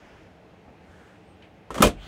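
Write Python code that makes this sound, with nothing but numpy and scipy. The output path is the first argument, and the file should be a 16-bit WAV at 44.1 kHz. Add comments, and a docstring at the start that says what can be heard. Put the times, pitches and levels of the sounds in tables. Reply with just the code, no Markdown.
"""Clothing rustles, with faint knocks and a thin squeak, as a tall refrigerator door is pushed shut.
The latch ticks over its catch, the seal lands with a low thump, then the latch snaps home:
door panel and shelves ring and rattle, and the cabinet booms. A hand then rubs on the door.
Behind it all lies the low, steady background of a quiet, padded motorhome."""
import sys
import numpy as np
from scipy import signal
from scipy.io import wavfile

SR = 44100
rng = np.random.default_rng(int(sys.argv[2]) if len(sys.argv) > 2 else 0)


def unload_audio(sound):
    """Save the sound as a 16-bit wav file, at the path given as the first command line argument."""
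    columns = np.transpose(np.atleast_2d(sound))
    # keep every value between -1 and 1, then stretch to whole-number steps
    steps = np.round(np.clip(columns, -1, 1) * 32767)
    wavfile.write(sys.argv[1], SR, steps.astype(np.int16))


N = 91639
TIME_S = np.arange(N) / SR

# Latch snap, door on frame, shelf rattle. Each row: start in seconds, noise level in dB,
# tilt about 1 kHz in dB per octave, ring pitch in Hz, ring level in dB.
BLOWS = [(1.8215, -11.5, 0.7, 2854, -19.5), (1.8250, -9, 0.98, 1228, -7.5), (1.8375, -15, -1.6, 689, -20),
         (1.8480, -20.5, 0.2, 548, -18.5), (1.8695, -24.5, 1, 448, -16)]
# Blow spectrum. Each row: frequency in Hz, relative density in dB.
BLOW_SPECTRUM = [(40, -32.5), (80, -13.5), (130, -14.5), (210, -9.5), (360, -14), (585, -8.5), (780, -12),
                 (1150, -9.5), (1550, -14.5), (2000, -17.5), (2500, -16), (3260, -16), (4500, -24.5),
                 (7300, -22), (8700, -23.5), (12400, -28), (15500, -37.5)]
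# Decay in the cabin. Each row: frequency in Hz, T60 in seconds.
CABIN_DECAY = [(100, 0.7), (300, 0.29), (1000, 0.16), (3000, 0.19), (8000, 0.15), (15000, 0.079)]
# Door panel and shelf modes. Each row: frequency in Hz, level in dB, T60 in seconds.
DOOR_MODES = [(82.2, -28, 0.21), (138.7, -29.5, 0.38), (214, -18, 0.21), (280.2, -19.5, 0.19),
              (316.2, -25, 0.33), (359, -26, 0.24), (406.4, -25, 0.23), (441, -23.5, 0.26),
              (503, -22, 0.23), (596.5, -18, .18), (701, -23, 0.24), (1004, -26, 0.14), (1065, -20, 0.13),
              (1296, -21, 0.072), (2242, -30.5, 0.077), (2434, -22.5, 0.13), (3200, -31.5, 0.11),
              (3472, -31, .11)]
# Rubber seal thump. Each row: frequency in Hz, level in dB.
SEAL_MODES = [(150, -23.5), (210, -9), (345, -20.5)]
# Cabinet shudders. Each row: start in seconds, frequency in Hz, level in dB, T60 in seconds.
SHUDDERS = [(1.705, 56, -41.5, 0.65), (1.905, 44.9, -45.5, 0.27), (1.953, 46.5, -40.5, 0.32)]
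# Latch knock at first touch. Each row: frequency in Hz, level in dB, T60 in seconds.
LATCH_MODES = [(179.7, -36.5, 0.097), (454, -32.5, 0.095), (544, -42.5, 0.063), (953, -32, .04),
               (1043, -30, 0.042), (1305, -34, .08), (1825, -40, 0.065), (2040, -48.5, .09)]
# Latch riding over its catch. Each row: start in seconds, noise level in dB,
# tilt about 1 kHz in dB per octave, ring pitch in Hz, ring level in dB.
TICKS = [(1.7048, -32.5, -.3, 1020, -36.5), (1.7432, -30, 0.6, 1180, -36),
         (1.7530, -30.5, 0.5, 1270, -38.5), (1.7605, -33, -2, 570, -27), (1.7781, -28, -0.9, 3280, -40),
         (1.7820, -27, -0.2, 1180, -27), (1.8050, -19.5, -1, 1400, -35)]
# Tick spectrum. Each row: frequency in Hz, relative density in dB.
TICK_SPECTRUM = [(40, -23), (80, -7), (190, -7), (330, -0.5), (440, -2.5), (580, -2), (760, -9), (1300, -8),
                 (1750, -16), (3400, -17), (4400, -27.5), (7000, -22), (15500, -43)]
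# Hand rub envelope. Each row: time in seconds, level in dB.
RUB_ENVELOPE = [(1.92, -75), (1.98, -58.5), (2.03, -50), (2.06, -49), (2.075, -46)]
# Hand rub spectrum. Each row: frequency in Hz, relative density in dB.
RUB_SPECTRUM = [(71, -30), (120, -1.5), (330, -22), (420, -11), (546, -9.5), (668, -8), (1040, -16.5),
                (1410, -11), (15000, -44.5)]
# Arm taking hold. One row: start, attack, hold and release in seconds, level in dB.
RUSTLE_STROKE = (-.03, .03, .2, .15, -55.7)
# Cloth rustle spectrum. Each row: frequency in Hz, relative density in dB.
RUSTLE_SPECTRUM = [(60, 10), (150, 2), (300, 5), (450, -4), (800, 3), (1100, -2), (1400, 2), (1950, 1.5),
                   (2400, -3.5), (3100, -9.5), (4000, -20), (5100, -12), (5800, -8.5), (7100, -29),
                   (15000, -39)]
# Arm pushing. One row: start, attack, hold and release in seconds, level in dB.
SWISH_STROKE = (.8, .12, .14, .24, -59.7)
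# Cloth swish spectrum. Each row: frequency in Hz, relative density in dB.
SWISH_SPECTRUM = [(700, -33), (1100, -1), (1400, 5.5), (1650, 8.5), (2050, -8), (2500, -14), (3200, -9.5),
                  (4600, -18), (6000, -15), (7600, -14.5), (10000, -26), (15000, -35)]
# Handling knocks. Each row: start in seconds, level in dB, band frequency in Hz, T60 in seconds.
KNOCKS = [(.275, -55, 328, 0.086), (.535, -53, 613, .15), (.674, -48.5, 340, .11), (.678, -51.5, 650, 0.25),
          (1.423, -52, 2620, .17)]
# Background spectrum. Each row: frequency in Hz, relative density in dB.
AIR_SPECTRUM = [(25, -26), (45, -12), (70, 2), (105, -1), (135, -7), (200, -3.5), (260, -7.5), (380, -9),
                (720, -7), (1050, -18), (1700, -18.5), (2600, -20.5), (3700, -30), (6400, -39.5),
                (9000, -47), (16000, -53)]
# Cabin resonances. Each row: frequency in Hz, width in Hz, level in dB.
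CABIN_MODES = [(173.7, 20.4, -61), (310.6, 24, -62.5), (442, 26, -63)]


def door(seal_s=1.804, hit_s=1.8255, seated_s=1.88, build_cycles=2.8, damping_db=-5.5, damping_s=0.046):
    """The seal lands; the hard blow rattles and rings the panel until the squeezed seal damps it."""
    seal = -sum(mode(seal_s, hz, db, attack_s=0.0019, hold_s=0.0054, t60_s=0.034)
                for hz, db in SEAL_MODES)
    clack = impacts(BLOWS, BLOW_SPECTRUM, crack_t60_s=0.026, tail_db=-7.5,
                    tail_t60_s=lambda hz: at_hz(CABIN_DECAY, hz))
    panel = sum((-1) ** k * mode(hit_s, hz, db, attack_s=build_cycles / hz, hold_s=0.0077, t60_s=t60_s)
                for k, (hz, db, t60_s) in enumerate(DOOR_MODES))
    damping = from_db(damping_db * np.clip((TIME_S - seated_s) / damping_s, 0, 1))
    return seal + (clack + rings(BLOWS, t60_s=0.041) + panel) * damping


def cabinet():
    """The blow drives a deep boom of a few cycles; weaker shudders come at first touch and after."""
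    boom = -mode(start_s=1.8255, hz=48.7, db=-19.5, attack_s=0.023, hold_s=0.027, t60_s=0.11)
    shudders = sum(mode(start_s, hz, db, attack_s=0.015, hold_s=0.036, t60_s=t60_s)
                   for start_s, hz, db, t60_s in SHUDDERS)
    return boom + shudders


def latch(touch_s=1.7043):
    """A hollow knock on the catch, then plastic ticks as the latch is pressed back."""
    knock = -sum(mode(touch_s, hz, db, attack_s=0.00064, hold_s=0, t60_s=t60_s)
                 for hz, db, t60_s in LATCH_MODES)
    ticks = impacts(TICKS, TICK_SPECTRUM, crack_t60_s=0.024, tail_db=-5, tail_t60_s=lambda hz: 0.22)
    return knock + ticks + rings(TICKS, t60_s=0.026)


def hand():
    """A palm rubs over the closed door."""
    times_s, levels_db = np.transpose(RUB_ENVELOPE)
    envelope = (TIME_S > times_s[0]) * from_db(np.interp(TIME_S, times_s, levels_db))
    return envelope * noise(RUB_SPECTRUM, waver_db=5.5)


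def clothing():
    """Cloth slides on cloth as the arm takes hold, then pushes."""
    rustle = stroke(*RUSTLE_STROKE) * noise(RUSTLE_SPECTRUM, waver_db=2.0)
    swish = stroke(*SWISH_STROKE) * noise(SWISH_SPECTRUM, waver_db=0.7)
    return rustle + swish


def squeak(start_s=1.247, length_s=0.118, level_db=-73,
           top_s=1.297, top_hz=8550, bend_hz_per_s2=150000, jitter_hz=30):
    """A thin, unsteady tone, perhaps the hinge, arches in pitch as the door swings."""
    hz = top_hz - bend_hz_per_s2 * (TIME_S - top_s) ** 2 + jitter_hz * wander(step_s=0.002)
    progress = np.clip((TIME_S - start_s) / length_s, 0, 1)
    return from_db(level_db) * np.sin(np.pi * progress) * np.sin(2 * np.pi * np.cumsum(hz) / SR)


def handling_knocks():
    """Faint knocks during the swing, each a decaying band of noise."""
    out = 0
    for start_s, db, hz, t60_s in KNOCKS:
        body = signal.butter(2, [hz / 1.42, hz * 1.27], "band", fs=SR, output="sos")
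        white = rng.standard_normal(N)
        knock = signal.sosfilt(body, decay(start_s, t60_s) * white + 1e-18)
        out += from_db(db) * knock / signal.sosfilt(body, white).std()
    return out


def cabin(air_db=-53.5):
    """Steady background noise, coloured by boxy cabin resonances."""
    out = from_db(air_db) * noise(AIR_SPECTRUM, waver_db=1.3)
    for hz, width_hz, db in CABIN_MODES:
        resonator = signal.iirpeak(hz, hz / width_hz, fs=SR)
        drone = signal.lfilter(*resonator, rng.standard_normal(N))
        out += from_db(db) * drone / drone.std()
    return out


def impacts(contacts, spectrum, crack_t60_s, tail_db, tail_t60_s):
    """Each contact is a short crack plus a tail of dense resonances; tail_t60_s is a function of Hz."""
    out = 0
    for hz, sos, gain in bands(spectrum):
        octaves = np.log2(hz / 1000)
        power = 0
        for start_s, db, tilt_db_per_octave, _, _ in contacts:
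            crack = decay(start_s, crack_t60_s)
            tail = from_db(tail_db) * decay(start_s, tail_t60_s(hz))
            power += from_db(db + tilt_db_per_octave * octaves) ** 2 * (crack ** 2 + tail ** 2)
        excitation = np.sqrt(power) * rng.choice([-1, 1], N)
        out += gain * signal.sosfilt(sos, excitation + 1e-18)  # offset avoids denormals
    return out


def rings(contacts, t60_s):
    """Each struck part rings briefly at its own pitch."""
    return sum(mode(start_s, hz, db, attack_s=0.0012, hold_s=0.002, t60_s=t60_s)
               for start_s, _, _, hz, db in contacts)


def mode(start_s, hz, db, attack_s, hold_s, t60_s):
    """A sine vibration: linear rise, hold, exponential fall."""
    age_s = np.maximum(TIME_S - start_s, 0)
    rise = np.minimum(age_s / attack_s, 1)
    fall = from_db(-60 * np.maximum(age_s - attack_s - hold_s, 0) / t60_s)
    return from_db(db) * rise * fall * np.sin(2 * np.pi * hz * age_s)


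def stroke(start_s, attack_s, hold_s, release_s, db):
    """Trapezoid envelope of one arm movement."""
    rise = (TIME_S - start_s) / attack_s
    fall = 1 - (TIME_S - start_s - attack_s - hold_s) / release_s
    return from_db(db) * np.clip(np.minimum(rise, fall), 0, 1)


def decay(start_s, t60_s):
    """Zero until the start, then an exponential fall."""
    return (TIME_S >= start_s) * from_db(-60 * np.maximum(TIME_S - start_s, 0) / t60_s)


def noise(spectrum, waver_db):
    """Coloured noise whose bands waver independently in level."""
    out = 0
    for _, sos, gain in bands(spectrum):
        band = gain * signal.sosfilt(sos, rng.standard_normal(N))
        out += band * from_db(waver_db * wander(step_s=0.06))
    return out


def wander(step_s):
    """Gaussian random points joined by straight lines."""
    knots_s = np.arange(0, N / SR + step_s, step_s)
    return np.interp(TIME_S, knots_s, rng.standard_normal(len(knots_s)))


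def bands(spectrum):
    """Third-octave (Hz, filter, gain) sets that shape white noise to the spectrum at rms near 1."""
    edges_hz = 22 * 2 ** (np.arange(30) / 3)
    centres_hz = np.sqrt(edges_hz[1:] * edges_hz[:-1])
    gains = from_db(at_hz(spectrum, centres_hz))
    gains /= np.sqrt(np.sum(gains ** 2 * np.diff(edges_hz)) * 2 / SR)
    filters = [signal.butter(2, pair, "band", fs=SR, output="sos")
               for pair in zip(edges_hz, edges_hz[1:])]
    return zip(centres_hz, filters, gains)


def at_hz(table, hz):
    """Interpolate on a log-frequency axis."""
    knots_hz, values = np.transpose(table)
    return np.interp(np.log(hz), np.log(knots_hz), values)


def from_db(db):
    """Decibels to gain."""
    return 10 ** (np.asarray(db) / 20)


def scene():
    """All sources at one close microphone."""
    mix = clothing() + squeak() + latch() + door() + cabinet() + hand() + cabin() + handling_knocks()
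    return mix[None]


def record(dry, ceiling=0.75, cutoff_hz=15800):
    """Soft clip, then a steep low-pass."""
    lowpass = signal.cheby1(12, 0.2, cutoff_hz, fs=SR, output="sos")
    return signal.sosfilt(lowpass, ceiling * np.tanh(dry / ceiling))


dry = scene()
out = record(dry)
unload_audio(out)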